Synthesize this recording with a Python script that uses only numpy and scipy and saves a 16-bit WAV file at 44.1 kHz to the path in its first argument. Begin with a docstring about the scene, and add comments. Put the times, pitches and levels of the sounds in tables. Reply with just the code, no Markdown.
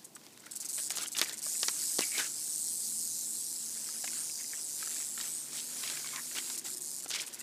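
"""Dry leaf litter in the open air, where a rattlesnake twitches its tail, buzzes steadily and stutters out. The
rattle is built from small collisions, each a click with hollow shells ringing after it. A stick pokes after the
snake: rustling leaves are shaped noise and tiny rings, snapping twigs, sharp tail ticks, dry taps and leaf
crackles are short ringing blows, and scraped bark is noise made to ring. Behind it lie low air noise and a
faint far engine made of three sine tones, whose hum briefly roughens into a narrow band of noise."""
import sys
import numpy as np
from scipy import signal
from scipy.fft import rfft, irfft, next_fast_len
from scipy.io import wavfile
from scipy.ndimage import uniform_filter1d, map_coordinates

SR = 44100
rng = np.random.default_rng(int(sys.argv[2]) if len(sys.argv) > 2 else 0)


def unload_audio(sound):
    """Save the sound as a 16-bit wav file, at the path given as the first command line argument."""
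    columns = np.transpose(np.atleast_2d(sound))
    # keep every value between -1 and 1, then stretch to whole-number steps
    steps = np.round(np.clip(columns, -1, 1) * 32767)
    wavfile.write(sys.argv[1], SR, steps.astype(np.int16))


N = 327222
TOP_HZ = 15300  # nothing is kept above this

# colour of the outdoor air, before levelling: f/Hz, level per Hz/dB
AIR_COLOUR = [(20, -54), (60, -19.5), (100, -8), (150, -1), (300, 1.5), (500, -5), (1000, -7.5),
              (2000, -29.5), (7000, -14.5), (15000, -17)]
# far engine: t/s, firing rate f/Hz, then level/dB of its 3rd, 5th and 7th multiple
ENGINE_TONES = [(0, 43.9, -80, -73, -79), (.8, 43.96, -79, -74, -71), (2.4, 44.26, -74, -72, -66.5),
                (3.1, 44.53, -72, -66, -72), (4, 45.44, -77.5, -69, -71), (4.6, 46.4, -87, -76, -80),
                (5.3, 47.3, -72, -67.5, -69), (6, 48.4, -70, -66.5, -74), (6.6, 49.6, -78, -65, -69),
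                (7, 50.2, -79, -76, -76), (7.42, 50.6, -78, -70, -75)]
# the far engine's hum roughens briefly into a narrow noisy band: t/s, level/dB
DRONE_LEVEL = [(5.9, -91), (6.4, -71), (6.7, -62), (7.1, -80)]

# colour of dry leaves, before levelling: f/Hz, level per Hz/dB
LEAF_COLOUR = [(25, -45), (100, -24), (300, -7.5), (700, -10), (1300, -9.5), (1900, -8), (3200, -6),
               (5000, -2.5), (8000, -6.5), (15000, -17.5)]
# faint crackle of the litter between pushes: t/s, level/dB
CREEP_LEVEL = [(.02, -60.5), (.11, -66), (.25, -58.5), (.35, -60.5), (.47, -58), (.75, -58), (1.25, -54),
               (2.3, -52.5), (2.6, -61.5), (3.3, -60.5), (4.25, -54), (4.33, -60), (4.45, -59),
               (4.72, -58.5), (5.1, -56), (5.7, -53), (6.6, -52), (6.95, -60.5), (7.3, -53.5)]
# pushes that rustle the leaves: t/s, length/s, level/dB
RUSTLE_PUSHES = [(0.623, 0.0093, -48.5), (0.775, 0.017, -40.5), (0.915, 0.041, -45.5), (0.975, 0.069, -41),
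                 (1.15, 0.09, -42.5), (1.242, 0.094, -45.5), (1.646, 0.2, -53), (1.998, 0.035, -42),
                 (2.138, 0.13, -43.5), (2.171, 0.036, -33), (3.744, 0.2, -56), (4.035, 0.19, -53),
                 (4.37, 0.032, -55), (4.5, 0.1, -54), (4.78, 0.094, -51.5), (4.888, 0.044, -49.5),
                 (4.938, 0.088, -49.5), (5.173, 0.11, -47.5), (5.514, 0.075, -47.5), (5.752, 0.09, -48.5),
                 (5.826, 0.1, -42), (5.919, 0.09, -48), (6.03, 0.11, -52), (6.305, 0.025, -52),
                 (6.348, 0.04, -38), (6.42, 0.098, -52), (6.647, 0.023, -44), (7.098, 0.094, -43.5),
                 (7.199, 0.039, -44.5)]
RUSTLE_RISE_S, RUSTLE_FALL_S = .005, .012  # leaves give way, then settle
# bright crunches of crushed leaves: t/s, length/s, level/dB
LEAF_CRUNCHES = [(5.576, 0.028, -47), (6.38, 0.023, -57), (7.103, 0.022, -44), (7.132, 0.031, -39),
                 (7.186, 0.026, -45)]

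# speed of the tail: t/s, strokes a second f/Hz
STROKE_RATE = [(0, 143), (1.42, 148), (1.55, 164), (1.78, 150), (1.88, 164), (2.05, 167), (2.35, 158),
               (2.6, 156), (2.75, 170), (2.88, 162), (3.02, 168), (3.35, 162), (3.55, 168), (3.9, 159),
               (4.2, 161), (4.35, 153), (5.02, 154), (5.12, 148), (5.3, 155), (5.48, 146), (5.72, 166),
               (6, 158), (6.25, 163), (6.6, 158), (6.68, 151), (6.77, 122), (6.83, 150), (7.05, 128),
               (7.42, 135)]
# single twitches of the tail: t/s, length/s, level/dB
TAIL_TWITCHES = [(.025, .004, -58), (.043, .011, -44), (.149, .01, -44), (.236, .02, -60), (.322, .01, -58),
                 (.394, .012, -53), (.458, .009, -48), (.509, .012, -39), (.53, .008, -43.5),
                 (.553, .019, -37), (.599, .02, -38), (.623, .008, -44), (.645, .018, -37),
                 (.685, .021, -35.5), (.712, .009, -41), (.895, .025, -35.5), (.954, .023, -35),
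                 (1.009, .029, -37), (1.066, .018, -37), (1.116, .02, -37), (1.168, .028, -35),
                 (1.221, .026, -37), (1.272, .022, -40), (1.323, .022, -40), (1.369, .027, -41),
                 (6.575, .006, -31.5), (6.612, .004, -47), (7.079, .031, -40), (7.14, .024, -41),
                 (7.199, .027, -39.5), (7.262, .021, -40.5), (7.327, .025, -42), (7.387, .024, -42)]
# bouts of unbroken buzzing: start t/s, end t/s
BUZZ_BOUTS = [(.727, .88), (1.417, 6.562), (6.585, 6.597), (6.641, 6.751), (6.761, 6.785), (6.803, 7.008),
              (7.02, 7.049)]
# how hard the tail shakes while it buzzes: t/s, level/dB
BUZZ_VIGOUR = [(.73, -36), (.82, -37), (.88, -38), (1.42, -38), (1.55, -35), (1.75, -37), (1.88, -34.5),
               (2.1, -36.5), (2.19, -36.5), (2.33, -40), (2.5, -36.5), (2.65, -36.5), (3.05, -37),
               (3.5, -39), (3.92, -40.5), (4.2, -38), (4.45, -41), (4.72, -39), (5.02, -37.5),
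               (5.13, -40.5), (5.36, -38.5), (5.505, -46.5), (5.56, -39), (5.65, -41.5), (5.85, -40),
               (6.17, -42.5), (6.55, -39.5), (7.05, -41.5)]
ATTACK_S, RELEASE_S = .0032, .0045  # the rattle gets going and comes to rest
# loose segments quiver on after a shake; the tail never quite rests
QUIVER_DB, SETTLE_S, REST_DB = -10, .03, -76
# colour of the keratin shell, before levelling: f/Hz, level per Hz/dB
SHELL_COLOUR = [(400, -48), (1600, -36), (3100, -20.5), (3600, -14.5), (4000, -9), (4600, -6.5),
                (5600, -7.5), (6900, 1), (8200, 1.5), (9800, -0.5), (10800, -5.5), (11900, -5),
                (13000, -12), (15300, -13)]
# main ring of the hollow segments, shifting as the tail turns: t/s, f/Hz, level beside the shell/dB
HOLLOW_RING = [(0, 8000, -8), (1.4, 7950, -7), (2.3, 8000, -8), (2.6, 8100, -3), (3.3, 8200, -8),
               (3.75, 7800, -8), (3.95, 8400, -7), (4.08, 8100, -10), (4.17, 8300, -2), (4.27, 9100, -5),
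               (4.4, 7800, -12), (4.52, 7200, -7), (4.59, 8400, -2), (4.68, 7750, -5), (4.77, 7500, -12),
               (4.87, 7450, 0), (4.93, 7700, -4), (5.02, 7950, 2), (5.08, 7300, -4), (5.16, 7650, -2),
               (5.26, 7600, -8), (5.36, 8350, 1), (5.45, 8600, -4), (5.55, 7800, -15), (6.5, 7700, -16),
               (7.42, 7800, -13)]
# shell's lower ring around 5.5 kHz: t/s, level beside the shell/dB
LOW_RING_LEVEL = [(0, -14), (1.5, -12), (2.1, -9), (2.7, -16), (3.4, -15), (3.95, -9), (4.4, -6),
                  (4.7, -11), (5.1, -18), (5.6, -11), (7.42, -16)]
# steady hiss that blurs the strokes together: t/s, level beside their chatter/dB
STROKE_BLUR = [(0, 1), (.55, -2), (.8, 0), (1.4, -1), (1.7, 4), (2.7, 2), (5.3, 2), (5.7, 7), (6.5, 7),
               (6.75, -3), (7.42, -1)]

# small dry taps and leaf crackles: t/s, level/dB, lower mode f/Hz, upper mode f/Hz
TAPS_AND_CRACKLES = [(.164, -42, 1190, 1480), (0.437, -50, 1500, 2090), (0.465, -41, 1400, 1950),
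                     (1.035, -37.5, 1240, 2270), (1.058, -32, 2900, 3200), (1.149, -31, 2830, 3620),
                     (1.166, -29, 2890, 3300), (1.258, -37, 1990, 2300), (1.464, -38.5, 614, 1170),
                     (1.552, -41.5, 2110, 2570), (3.888, -41.5, 1290, 1680), (4.041, -34, 740, 1670),
                     (4.076, -30, 2128, 2530), (4.131, -40, 1470, 2150), (4.168, -55, 2020, 3000),
                     (4.297, -43.5, 2280, 2670), (4.443, -47, 1840, 2080), (4.826, -33, 1300, 1630),
                     (4.873, -37, 1330, 1670), (4.912, -42, 1900, 2180), (4.964, -41, 1730, 2370),
                     (5.003, -47, 1800, 2320), (5.177, -36, 1360, 1820), (5.201, -35.5, 1400, 1880),
                     (5.273, -43, 2280, 2950), (5.836, -36, 1100, 1970), (5.971, -35, 1650, 2400),
                     (6.044, -37.5, 1150, 2250), (6.06, -38, 1100, 2230), (6.088, -41, 2270, 3300),
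                     (6.136, -37, 1120, 2130), (6.147, -44, 1250, 1900), (6.159, -35, 1020, 2320),
                     (6.181, -39, 1020, 1680), (6.312, -40, 1900, 2680), (6.368, -35, 1490, 2800),
                     (6.383, -27, 3060, 3370), (6.68, -44, 1520, 1960), (7.005, -48, 2190, 2930),
                     (7.059, -40, 750, 1380), (7.161, -34, 1900, 2920), (7.198, -30, 2360, 3200),
                     (7.276, -42, 2520, 3300), (7.41, -42, 1960, 2760)]
# snapping twigs and a few sharp ticks of the twitching tail:
# t/s, tick level/dB, knock level/dB, thump level/dB, crack level/dB
SNAPS_AND_TICKS = [(.266, -30, -30, -50, -30), (0.376, -28, -31.5, -55, -40),
                   (.905, -12, -14.5, -23, -11.5), (0.972, -14, -16.5, -41, -17),
                   (0.984, -32, -21, -22.5, -10), (1.168, -30, -41, -45, -12), (1.187, -23, -15, -40, -5.5),
                   (1.194, -27, -17, -25, -5.5), (1.215, -3.5, -0.5, -8, -0.5), (1.227, -19, -8, -19, -16),
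                   (1.295, -21, -43, -28, -15), (1.631, -23, -9.5, -17, -3), (1.684, -33, -7.5, -19, -2),
                   (1.986, -20, -23, -18.5, -11.5), (1.991, -15, -8, -4.5, -3),
                   (2.008, -7, -14, -14.5, -16), (2.181, -27, -32, -29, -10.5), (4.043, -36, -23, -30, -17),
                   (5.212, -31, -23, -40, -12), (5.836, -26, -26, -40, -17), (5.877, -27, -34, -50, -14),
                   (5.9, -24, -24, -47, -14), (6.073, -28, -30, -55, -17), (6.161, -30, -16, -34, -14),
                   (6.501, -36, -20.5, -53, -13.5), (6.576, -26, -33, -50, -38),
                   (7.06, -32, -26, -25.5, -24), (7.105, -25, -19, -37, -14.5), (7.114, -27, -26, -40, -12),
                   (7.148, -32, -18, -49, -14)]
# stick chattering over bark: t/s, length/s, level/dB, pitch f/Hz
BARK_SCRAPES = [(2.018, 0.0086, -37.5, 2700), (2.019, 0.019, -41.5, 2180), (2.05, 0.065, -57, 2250),
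                (2.118, 0.021, -45.5, 2300), (2.147, 0.02, -40, 2230), (2.186, 0.017, -43, 2360),
                (2.187, 0.027, -41.5, 1580), (2.219, 0.031, -49.5, 1750), (4.398, 0.015, -51.5, 2020),
                (4.53, 0.0067, -44, 1900), (6.046, 0.028, -54, 2150), (6.127, 0.067, -51, 1100),
                (6.108, 0.074, -54, 2200), (6.17, 0.029, -47, 1830), (5.933, 0.027, -55, 2000),
                (7.134, 0.044, -44, 2240)]


def amp(db):
    """Decibels to gain."""
    return 10 ** (np.asarray(db) / 20)


def unit(x):
    """Scale to an average (rms) level of 1."""
    return x / np.sqrt(np.mean(x ** 2) + 1e-20)


def even(x, size):
    """Scale to rms 1 over each stretch of size samples, keeping the fine grain."""
    return x / np.sqrt(np.abs(uniform_filter1d(x * x, size)) + 1e-20)


def curves(rows):
    """One value a sample for each column after the time, by straight lines between rows."""
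    s, *columns = np.transpose(rows)
    return np.squeeze([np.interp(np.arange(N) / SR, s, c) for c in columns])


def wobble(rate):
    """A smooth random curve with rate random points a second."""
    knots = rng.standard_normal(int(N * rate / SR) + 4)
    return map_coordinates(knots, [np.arange(N) * rate / SR])


def coloured(x, points):
    """Filter x to a table of frequencies and gains; the filter never sounds before its input."""
    size = next_fast_len(N + SR // 2)
    hz, db = np.transpose(points)
    bins_hz = np.fft.rfftfreq(2 * size, 1 / SR)
    gain = amp(np.interp(np.log(bins_hz + 1), np.log(hz), db))
    # folding the cepstrum gives the gain a minimum-phase response
    cepstrum = irfft(np.log(gain))[:size]
    cepstrum[1:] *= 2
    response = np.exp(rfft(cepstrum, 2 * size))
    return irfft(rfft(x, 2 * size) * response)[:N]


def band(x, lo_hz, hi_hz):
    """Keep the frequencies between two limits."""
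    sos = signal.butter(2, [lo_hz, min(hi_hz, TOP_HZ)], "band", fs=SR, output="sos")
    return signal.sosfilt(sos, x)


def burst(t, length, rise, fall):
    """Envelope that swells, holds for length and dies away."""
    return (1 - np.exp(-t / rise)) * np.exp(-np.maximum(t - length, 0) / fall)


def add(track, s, sound):
    """Mix a sound in at time s."""
    part = track[max(round(s * SR), 0):][:len(sound)]
    part += sound[:len(part)]


def pings(times, hz, sizes, decay_s):
    """Many tiny rings that swell and fade, each with its own time, pitch and size."""
    k = np.arange(SR // 60)
    u = k / SR / decay_s
    waves = sizes[:, None] * np.sin(2 * np.pi * hz[:, None] * k / SR) * u * np.exp(-u)
    at = (times[:, None] * SR).astype(int) + k
    return np.bincount(at.ravel(), waves.ravel(), N)[:N]


def outdoors(air_db=-60.0):
    """Low air noise and a far engine whose tones rise as it gathers speed, its hum briefly roughening."""
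    drift_db = .5 * wobble(3)
    air = unit(coloured(rng.standard_normal(N), AIR_COLOUR)) * amp(air_db + drift_db)
    firing_hz, *levels_db = curves(ENGINE_TONES)
    phase = 2 * np.pi * np.cumsum(firing_hz * (1 + .004 * wobble(6))) / SR
    hum = np.zeros(N)
    for multiple, db in zip((3, 5, 7), levels_db):
        tone = np.sqrt(2) * np.sin(multiple * phase)  # rms 1
        hum += amp(db + 1.8 * wobble(6)) * tone
    drone = unit(band(rng.standard_normal(N), lo_hz=330, hi_hz=380)) * amp(curves(DRONE_LEVEL))
    return air + hum + drone


def clicks(times, sizes):
    """Impulses pointing up or down at random, at the given times."""
    at = np.round(np.ravel(times) * SR).astype(int).clip(0)
    return np.bincount(at, np.ravel(sizes) * rng.choice([-1, 1], len(at)), N)[:N]


def stirring():
    """How much the leaves move: each push swells, holds and settles, over a faint creep."""
    power = amp(curves(CREEP_LEVEL) + 1.3 * wobble(22)) ** 2
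    t = np.arange(SR // 2) / SR
    for s, length, db in RUSTLE_PUSHES:
        push = amp(db) * burst(t, length, RUSTLE_RISE_S, RUSTLE_FALL_S)
        add(power, s, push ** 2)
    return np.sqrt(power)


def leaves(spike_db=3.5, blade_db=-9, blade_hz=2300):
    """Dead leaves crackle in clumps of tiny fractures over a soft rub."""
    count = int(2000 * N / SR)  # 2000 fractures a second
    fracture_sizes = amp(spike_db * rng.exponential(size=count).clip(0, 3))
    grains = unit(clicks(rng.random(count) * N / SR, fracture_sizes))
    rub = amp(-2) * rng.standard_normal(N)
    crackle = (grains + rub) * amp(2.2 * wobble(140))  # the wobble makes the clumps
    body = unit(coloured(crackle, LEAF_COLOUR))
    # small leaf blades ring at pitches of their own, up to 0.8 octave either side of blade_hz
    when, pitch, size = rng.random((3, count // 5))
    blade_pitch = blade_hz * 2 ** (1.6 * (pitch - .5))
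    blades = pings(when * N / SR, blade_pitch, amp(9 * size), decay_s=.0013)
    blades = unit(band(blades, lo_hz=900, hi_hz=5000))
    crush, t = np.zeros(N), np.arange(SR // 8) / SR
    for s, length, db in LEAF_CRUNCHES:
        add(crush, s, amp(db) * burst(t, length, rise=0.00049, fall=0.0042))
    bright = even(band(crackle, lo_hz=2430, hi_hz=6650), size=SR // 60)
    rustle = even(body + amp(blade_db) * blades, size=SR // 60)
    return rustle * stirring() + crush * bright


def stroke_times():
    """The tail turns at a slightly uneven rate; every twitch or bout starts with a fresh stroke."""
    turns = np.cumsum(curves(STROKE_RATE) * (1 + .015 * wobble(25))) / SR
    onsets = np.sort([0] + [round(row[0] * SR) for row in TAIL_TWITCHES + BUZZ_BOUTS])
    # count whole turns from the latest onset
    latest = onsets[np.searchsorted(onsets, np.arange(N), "right") - 1]
    regular = np.flatnonzero(np.diff(np.floor(turns - turns[latest])) > 0)
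    # leave out a regular stroke if a fresh one follows within 1/300 s
    clear = latest[np.minimum(regular + SR // 300, N - 1)] == latest[regular]
    strokes = np.sort(np.r_[onsets, regular[clear]])
    return strokes.clip(0, N - SR // 500) / SR + .001


def shaking(waver_db=0.37):
    """How hard the tail shakes: bouts of buzzing and single twitches, each leaving a quiver behind."""
    buzzing, t = np.zeros(N), np.arange(N) / SR
    for start, end in BUZZ_BOUTS:
        add(buzzing, start, burst(t, end - start, ATTACK_S, RELEASE_S))
    effort = buzzing * amp(curves(BUZZ_VIGOUR) + waver_db * wobble(17))
    for s, length, db in TAIL_TWITCHES:
        add(effort, s, amp(db) * burst(t[:SR // 8], length, ATTACK_S, RELEASE_S))
    keep = np.exp(-1 / (SETTLE_S * SR))
    quiver = amp(QUIVER_DB) * signal.lfilter([1 - keep], [1, -keep], effort)
    return np.hypot(effort, quiver + amp(REST_DB))


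def shifting(x, depth_db, span_hz, span_s):
    """x with a colour that changes at random, in patches about span_hz wide and span_s long."""
    hz, t, z = signal.stft(x, SR, nperseg=256)
    knots = rng.standard_normal((64, 512))
    grid = np.meshgrid(hz / span_hz, t / span_s, indexing="ij")
    field = map_coordinates(knots, grid, mode="mirror")
    return signal.istft(z * amp(depth_db * field), SR, nperseg=256)[1][:N]


def rattle(scatter_db=1.8, hiss_db=0.5):
    """At each turn of the tail the loose segments collide one after another, and their hollow shells ring."""
    starts = stroke_times()
    # three collisions a stroke, one at random in each third of 4.3 ms
    place = (np.arange(3) + rng.random((len(starts), 3))) / 3
    times = starts[:, None] + .0043 * place
    sizes = amp(scatter_db * rng.standard_normal(place.shape).clip(-2, 2))
    blows = np.bincount((times.ravel() * SR).astype(int), sizes.ravel() ** 2, N)[:N]
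    # each collision is a dry click: six very short rings spread over the treble
    spread, lag = rng.random((2, times.size, 6))
    click_hz = 3800 + 11500 * (np.arange(6) + spread) / 6
    click_times = times.reshape(-1, 1) + .001 * lag
    ticks = unit(pings(click_times.ravel(), click_hz.ravel(), np.repeat(sizes, 6), decay_s=.00022))
    # it chatters for about a millisecond, and the litter scatters a little into the gaps
    u = np.arange(SR // 200) / SR / .0003
    chatter = unit(np.sqrt(np.convolve(blows, u * np.exp(-u))[:N]))
    hiss_level = amp(hiss_db) * np.hypot(chatter, amp(curves(STROKE_BLUR)))
    hiss = hiss_level * rng.standard_normal(N)
    shell = unit(coloured(ticks + hiss, SHELL_COLOUR))
    low = chatter * rng.standard_normal(N)
    for _ in range(2):  # twice for steeper edges
        low = band(low, lo_hz=4600, hi_hz=6700)
    low = unit(low)
    # the first collision rings the main hollow; the later ones ring other segments at pitches of their own
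    ring_hz, strength_db = curves(HOLLOW_RING)
    pitch = ring_hz[(starts * SR).astype(int)] * (1 + .03 * rng.standard_normal(len(starts)))
    ring = unit(pings(times[:, 0], pitch, sizes[:, 0], decay_s=.0006))
    later = times[:, 1:].ravel()
    stray_hz = 8200 * np.exp(.2 * rng.standard_normal(len(later)).clip(-2, 2))
    strays = unit(pings(later, stray_hz, sizes[:, 1:].ravel(), decay_s=.0005))
    hollows = band(amp(strength_db) * ring + amp(-9) * strays, lo_hz=5000, hi_hz=13000)
    # the colour shifts as the tail turns among the leaves
    buzz = shell + amp(curves(LOW_RING_LEVEL)) * low + hollows
    buzz = shifting(buzz, depth_db=2.0, span_hz=450, span_s=.05)
    return even(buzz, size=SR // 30) * shaking()


def taps_and_crackles(t60=0.021, grit_db=-2):
    """Small dry taps and leaf crackles: each a two-mode ring with grit, fading 60 dB in t60 seconds."""
    out, t = np.zeros(N), np.arange(SR // 10) / SR
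    for s, db, *modes in TAPS_AND_CRACKLES:
        ring = sum(np.sin(2 * np.pi * (hz * t + rng.random())) for hz in modes)
        grit = unit(band(rng.standard_normal(len(t)), lo_hz=1150, hi_hz=4600))
        envelope = amp(db - 60 * t / t60) * (1 - np.exp(-t / 0.0011))
        add(out, s, envelope * (ring + amp(grit_db) * grit))
    return out


def blow(t, lo_hz, hi_hz, t60, tail_db):
    """A sharp push and the short noisy ring after it in one band, with unit energy."""
    ring = rng.standard_normal(len(t)) * amp(-60 * t / t60)
    push = t == 0  # a single-sample click
    x = band(push + amp(tail_db) * ring / np.linalg.norm(ring), lo_hz, hi_hz)
    return x / np.linalg.norm(x)


def snaps_and_ticks():
    """Snapping twigs and a few sharp tail ticks: each mixes a thump, a knock, a crack and a tick."""
    out, t = np.zeros(N), np.arange(SR // 10) / SR
    for s, tick_db, knock_db, thump_db, crack_db in SNAPS_AND_TICKS:
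        thump = amp(thump_db) * blow(t, lo_hz=253, hi_hz=900, t60=0.01, tail_db=0.0)
        knock = amp(knock_db) * blow(t, lo_hz=860, hi_hz=3200, t60=0.046, tail_db=0.0)
        crack = amp(crack_db) * blow(t, lo_hz=3040, hi_hz=6460, t60=0.022, tail_db=-3.0)
        tick = amp(tick_db) * blow(t, lo_hz=3000, hi_hz=11200, t60=.005, tail_db=5)
        add(out, s, thump + knock + crack + tick)
    return out


def resonate(x, hz, width_hz):
    """One resonance: shift its pitch down to zero, smooth, and shift back up."""
    carrier = np.exp(2j * np.pi * np.cumsum(hz * np.ones(len(x))) / SR)
    pole = np.exp(-np.pi * width_hz / SR)
    return (signal.lfilter([1 - pole], [1, -pole], x / carrier) * carrier).real


def scrapes():
    """Stick and slip on bark, as rough noise, makes a thin piece of wood ring."""
    out, t = np.zeros(N), np.arange(SR // 8) / SR
    for s, length, db, hz in BARK_SCRAPES:
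        slips = resonate(rng.standard_normal(len(t)), hz, width_hz=2500)
        ring = unit(resonate(slips, hz, width_hz=200))
        add(out, s, amp(db) * ring * burst(t, length, rise=0.00031, fall=0.0086))
    return out


def scene():
    """All the sounds add up at one microphone in the open air."""
    contacts = taps_and_crackles() + snaps_and_ticks() + scrapes()
    return (outdoors() + leaves() + rattle() + contacts)[None]


def record(dry):
    """The microphone keeps nothing above its band limit."""
    return irfft(rfft(dry) * (np.fft.rfftfreq(N, 1 / SR) < TOP_HZ), N)


dry = scene()
out = record(dry)
unload_audio(out)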